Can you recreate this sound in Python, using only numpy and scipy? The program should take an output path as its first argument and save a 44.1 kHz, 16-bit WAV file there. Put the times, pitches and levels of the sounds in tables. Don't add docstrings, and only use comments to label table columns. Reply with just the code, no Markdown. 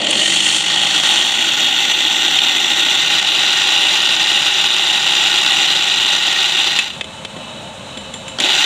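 import sys
import numpy as np
from scipy import signal
from scipy.fft import rfft, irfft
from scipy.io import wavfile
from scipy.ndimage import uniform_filter1d, minimum_filter1d, map_coordinates

SR = 44100
rng = np.random.default_rng(int(sys.argv[2]) if len(sys.argv) > 2 else 0)


def persist_wave(psi):
    counts = np.round(np.clip(psi, -1, 1) * 32767).astype(np.int16)
    wavfile.write(sys.argv[1], SR, np.atleast_2d(counts).T)


N = 381465
TIME = np.arange(N) / SR
HZ = np.fft.rfftfreq(4096, 1 / SR) + 1e-3
START_HZ, TOP_HZ = 45.3, 66.87

# pitch_hz, width_hz, at_buttons_db, at_jar_foot_db, beside_jar_db
BODY = [(177, 92, -19, -17.5, -18), (251, 45, -20, -11.5, -16), (318, 58, -8, -8, -11.5),
        (379, 49, -9, -8.5, -9), (585, 200, -13, -14.5, -15.5), (820, 179, -2, -2.5, -3),
        (1327, 810, -6, -12.5, -10), (1457, 174, -17, -4, -5), (1876, 117, -1, -1, -1),
        (2044, 45, -19, -2, -5), (2426, 1140, -6.5, -7.5, -7), (2824, 500, -1, 1.8, 3.5),
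        (3170, 500, 6.5, 0, -4.5), (3350, 220, -3, 6.5, 1.5), (3603, 287, -20, 7, 4),
        (3924, 410, -4, -3, 1.1), (4300, 570, -1, -11, -32), (4750, 530, -34, -46, -11),
        (5485, 410, -7, -13.5, -12), (5970, 560, -10.5, -8, -10.5), (7070, 1380, -10.5, -11, -13),
        (8820, 1060, -14, -27, -22), (12730, 5300, -69, -31, -34.5), (15464.0, 1500, -37, -37.6, -42)]


def blender():
    drive = impacts()
    return rattle(drive) + brush_hiss(drive) + thrum() + hum()


def impacts(per_turn=15, spread_db=3.0, lump_db=0.5, scatter_s=0.007, contacts=12):
    speed = shaft_speed() * (1 + 0.017 * wander(8))
    angle = 2 * np.pi * np.cumsum(speed) / SR
    throb_db = np.clip(TOP_HZ / speed, 1, 1.5) ** 2.1
    pressure = amp(throb_db * (np.cos(angle) + 0.23 * np.cos(2 * angle)) + lump_db * wander(45))
    size = amp(spread_db * np.minimum(rng.exponential(1, N), 3)) * rng.choice([-1, 1], N)
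    clicks = size * (rng.random(N) < per_turn * speed / SR)
    contact = rng.integers(0, contacts, N)
    blows, t = np.zeros(N), np.arange(SR // 20) / SR
    for k in range(contacts):
        shell_echo = unit_rms(rng.standard_normal(len(t)) * np.exp(-t / scatter_s)) / np.sqrt(len(t))
        shell_echo[0] += 0.76
        reach = 1 + 0.98 * np.cos(2 * np.pi * (np.log2(HZ) / 1.7046 + k / contacts))
        blows += signal.oaconvolve(clicks * (contact == k), colour(shell_echo, np.sqrt(reach)))[:N]
    return unit_rms(pressure * (unit_rms(blows) + 0.47 * rng.standard_normal(N)))


def rattle(drive, swirl_s=0.62):
    hz, width, *places_db = np.transpose(BODY)
    in_jar = (hz > 700) & (hz < 1700) | (hz > 3300) & (hz < 4200) | (hz > 5300) & (hz < 6200)
    main_band = (HZ > 2200) & (HZ < 4400)
    swirl = 0.92 * (1 - np.exp(-(TIME / swirl_s) ** 4))
    ring = np.zeros(N)
    for place, db in enumerate(places_db):
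        free, damped = peaks(hz, width, db), peaks(hz, width, db - 6 * in_jar)
        for share, gain in (swirl, free), (1 - swirl, damped):
            band_rms = np.sqrt(np.mean(gain ** 2 * main_band))
            ring += nearness(place) * share * colour(drive, gain) / band_rms
    ring *= rattle_force()
    dull = signal.oaconvolve(ring, signal.firwin(31, 10000, fs=SR), "same")
    dull_share = np.clip(1 - TIME / 1.06, 0, .6)
    return (1 - dull_share) * ring + dull_share * dull


def rattle_force(grip_s=0.039, unpowered_db=-5.5):
    # time_s, gain_db
    load = [(0.0, -19), (0.24, -14), (0.7, -17), (1.15, -13), (1.24, -16.5), (1.83, -15), (3.17, -15.5),
            (3.25, -16), (3.46, -12.5), (4.89, -14), (5.65, -11.5), (5.78, -14.5), (6.65, -13.5),
            (6.78, -15)]
    age, coast, run_db, _, _ = motor()
    grip = 1 - np.exp(-age / grip_s)
    return amp(curve(load) + run_db + unpowered_db * (coast > 0)) * grip * slowing(coast) ** 1.45


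def motor(switch_off_s=6.79):
    # switch_on_s, force_db, spin_up_s, thrum_s
    runs = [(-.1, 2, 1.3, 0.37), (8.386, 6.5, 0.0622, 0.11)]
    rows = np.array(runs)
    current = np.maximum(np.searchsorted(rows[:, 0], TIME) - 1, 0)
    on_s, force_db, spin_up_s, thrum_s = rows[current].T
    coast = np.maximum(TIME - switch_off_s, 0) * (on_s < switch_off_s)
    return np.maximum(TIME - on_s, 0), coast, force_db, spin_up_s, thrum_s


def shaft_speed():
    age, coast, _, spin_up_s, _ = motor()
    return (TOP_HZ - (TOP_HZ - START_HZ) * np.exp(-(age / spin_up_s) ** 2)) * slowing(coast)


def slowing(coast_s, half_speed_s=0.12):
    return 1 / (1 + (coast_s / half_speed_s) ** 3)


def brush_hiss(drive):
    # time_s, level_db
    course = [(0, -64), (.1, -30), (.25, -22.5), (.58, -21.5), (.72, -35), (1.1, -27.5), (1.4, -39),
              (2, -78)]
    # frequency_hz, density_db
    spectrum = [(3000, -21), (5500, -4.5), (7300, 0.5), (8200, -3), (9000, -2), (9600, -16), (10800, -18),
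                (12000, -29), (15500, -31)]
    sparks = np.sqrt(abs(drive)) * rng.standard_normal(N)
    return unit_rms(colour(sparks, slope(spectrum))) * amp(curve(course))


def thrum():
    # frequency_hz, density_db
    spectrum = [(50, -37), (100, -26), (135, -13), (200, 0), (320, 5.5), (460, -6), (590, 7.5), (800, -3),
                (1200, -10), (3000, -66)]
    age, *_, thrum_s = motor()
    rumble = unit_rms(colour(rng.standard_normal(N), slope(spectrum)))
    return amp(-25.5) * rumble * np.exp(-(age / thrum_s) ** 4)


def hum():
    # pitch_hz, at_buttons_db, at_jar_foot_db, beside_jar_db
    tones = [(150, -37, -54.5, -48.5), (200.3, -33.5, -56, -50), (248.6, -60, -42.5, -63),
             (294.5, -47, -62, -57)]
    out = np.zeros(N)
    for hz, *places_db in tones:
        heard = sum(nearness(place) * amp(db) for place, db in enumerate(places_db))
        out += heard * amp(1.5 * wander(4)) * np.sin(2 * np.pi * hz * TIME + .25 * wander(5))
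    _, coast, *_ = motor()
    return out * (coast == 0)


def knocks():
    # start_s, level_db, treble_db, bass_db
    strikes = [(0.0686, -2, -27, -16), (0.1077, -6.5, 7, -25.5), (0.1289, -5, -33, -28),
               (2.3876, 12.5, -26, -43), (6.677, -18, -36, -39), (8.3861, -5, -28, -19)]
    out = np.zeros(N)
    base = peaks(*np.transpose(BODY)[:3])
    for start_s, level_db, treble_db, bass_db in strikes:
        knock = plastic_blow(base, treble_db, bass_db, chatter_s=.006, tail_db=-18, tail_s=.012)
        add(out, start_s, amp(level_db - 1.5) * knock)
    return out


def buttons():
    # start_s, level_db, treble_db, bass_db, spring_db
    clacks = [(6.7877, 1, -29, -27, -50), (6.976, -30.5, -13, -16, -62), (7.01, -7, -33, -20, -55),
              (7.0423, -18, -28, -16, -60), (7.2492, -14.5, -30.5, -16, -54), (7.364, -22.5, -30, -7, -65),
              (7.973, -20.5, -33, -22, -38), (8.139, -20, -23, -22, -33), (8.2804, -21, -22.5, -20, -34),
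              (8.401, -0.5, -26.5, -33, -45)]
    # pitch_hz, width_hz, level_db
    block_modes = [(345, 730, -13.5), (1320, 970, -23), (2170, 1100, -9), (2616, 81, 1.5), (3100, 200, -2),
                   (3470, 410, -3), (4130, 520, -16), (5440, 2400, -20.5), (7000, 1000, -11),
                   (8850, 2600, -18), (13000, 4600, -31)]
    # pitch_hz, level_db, t60_s
    spring_modes = [(7300, -1, 0.24), (7300, -6, 0.25), (8877, -4, 0.15)]
    out, t = np.zeros(N), np.arange(SR // 4) / SR
    block = peaks(*np.transpose(block_modes))
    spring = sum(np.sin(2 * np.pi * hz * t) * amp(db - 60 * t / t60) for hz, db, t60 in spring_modes)
    for start_s, level_db, treble_db, bass_db, spring_db in clacks:
        clack = plastic_blow(block, treble_db, bass_db, chatter_s=.007, tail_db=-14, tail_s=.02)
        firm_db = 8 * np.clip(2 + level_db / 14, 0, 1)
        add(out, start_s, amp(level_db + firm_db) * clack + amp(spring_db) * spring)
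    return out


def plastic_blow(body, treble_db, bass_db, chatter_s, tail_db, tail_s):
    t = np.arange(SR // 4) / SR
    envelope = np.exp(-(t / chatter_s) ** 2) + amp(tail_db) * np.exp(-t / tail_s)
    tilt = slope([(700, bass_db + 22), (1800, 0), (4200, 0), (7000, treble_db + 25)])
    roll_off = 1 / np.sqrt(1 + (HZ / 9000) ** 8)
    sound = colour(rng.standard_normal(len(t)) * envelope, body * tilt * roll_off)
    return sound / abs(sound).max()


def gurgle(loudest_db=-34.5, rise=0.054, cycles_to_peak=10, count=24):
    out, t = np.zeros(N), np.arange(SR // 8) / SR
    for when, octave, faintness in rng.random((count, 3)):
        hz = 540 * 2 ** octave
        age = t * hz / cycles_to_peak
        note = np.sin(2 * np.pi * hz * t * (1 + rise * np.tanh(age))) * age * np.exp(1 - age)
        add(out, 7.33 + .5 * when, amp(loudest_db - 10 * faintness) * note)
    return out


def reflections(x, far_db=-22.5, near_db=-23.5):
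    # time_s, far_lag_ms, near_lag_ms
    lags = [(1.05, 0.5, 0.31), (1.6, 0.42, .365), (2.3, 0.54, 0.37), (3.2, 0.51, .31), (4.3, 0.567, 0.32),
            (5.4, .54, 0.29), (6.3, 0.5, 0.29)]
    time_s, *lags_ms = np.transpose(lags)
    out = np.zeros(N)
    for lag_ms, db in zip(lags_ms, (far_db, near_db)):
        earlier = np.arange(N) - np.interp(TIME, time_s, lag_ms) * SR / 1000
        out += amp(db) * map_coordinates(x, [earlier], order=3)
    return out


def room():
    # frequency_hz, density_db
    spectrum = [(25, -28), (45, -11), (70, -3), (130, 1), (200, -0.5), (330, -8.5), (700, -6), (1200, -7.5),
                (1950, -12.5), (3900, -8.5), (4700, -24.5), (7300, -16.5), (9200, -22), (10200, -36),
                (14000, -44)]
    # pitch_hz, width_hz, level_db
    bands = [(210, 85, 0.5), (533, 37, 3.5), (623, 77, -1), (880, 76, -1), (2630, 130, -4.5),
             (2990, 100, -0.5), (3330, 180, -14), (3830, 380, -5.5)]
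    rush = colour(rng.standard_normal(N), slope(spectrum)) * amp(.5 * wander(15))
    tones = colour(rng.standard_normal(N), peaks(*np.transpose(bands))) * amp(2.7 * wander(2))
    return amp(-31.5) * unit_rms(rush + tones)


def nearness(place):
    # time_s, place (0 at the buttons, 1 at the foot of the jar, 2 beside the jar)
    path = [(.45, .45), (.9, 0.58), (1.2, 0.69), (1.55, 0.95), (2.85, 1.27), (3.3, 2.26)]
    return np.maximum(1 - abs(curve(path) - place), 0)


def amp(db):
    return 10 ** (np.asarray(db) / 20)


def unit_rms(x):
    return x / np.sqrt(np.mean(x ** 2) + 1e-20)


def curve(rows):
    return np.interp(TIME, *np.transpose(rows))


def slope(points):
    hz, db = np.transpose(points)
    return amp(np.interp(np.log(HZ), np.log(hz), db))


def peaks(hz, width, db):
    detune = (HZ[:, None] ** 2 - hz ** 2) / (HZ[:, None] * width)
    return np.sqrt(((amp(db) / (1 + detune ** 2)) ** 2).sum(1))


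def colour(x, gain):
    log_gain = np.log(np.maximum(gain, 1e-5))
    mirrored = np.r_[log_gain, log_gain[-2:0:-1]]
    taps = np.fft.ifft(np.exp(np.conj(signal.hilbert(mirrored)))).real
    return signal.oaconvolve(x, taps[:len(HZ)])[:len(x)]


def wander(rate_hz):
    hz = np.fft.rfftfreq(N, 1 / SR)
    return unit_rms(irfft(rfft(rng.standard_normal(N)) / (1 + (hz / rate_hz) ** 2), N))


def add(mix, start_s, sound):
    part = mix[max(round(start_s * SR), 0):][:len(sound)]
    part += sound[:len(part)]


def scene():
    machine = amp(7) * (blender() + knocks())
    return (machine + reflections(machine) + buttons() + gurgle() + room())[None]


def record(dry, duck_db=8, recovery_db_per_s=140, ceiling=.93, edge_hz=15650):
    power_db = 10 * np.log10(abs(uniform_filter1d(dry[0] ** 2, size=400)) + 1e-12)
    over_db = np.clip(power_db + 22.5, 0, duck_db)
    over_db += 0.39 * np.maximum(power_db + 5, 0)
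    recovery_db = TIME * recovery_db_per_s
    cut_db = np.maximum.accumulate(over_db + recovery_db) - recovery_db
    ducked = dry[0] / amp(uniform_filter1d(cut_db, size=100))
    headroom = ceiling / np.maximum(abs(ducked), ceiling)
    limited = ducked * uniform_filter1d(minimum_filter1d(headroom, size=81), size=81)
    lowpass = signal.firwin(511, edge_hz, window=("kaiser", 9), fs=SR)
    return signal.oaconvolve(limited, lowpass, "same")[None]


dry = scene()
out = record(dry)
persist_wave(out)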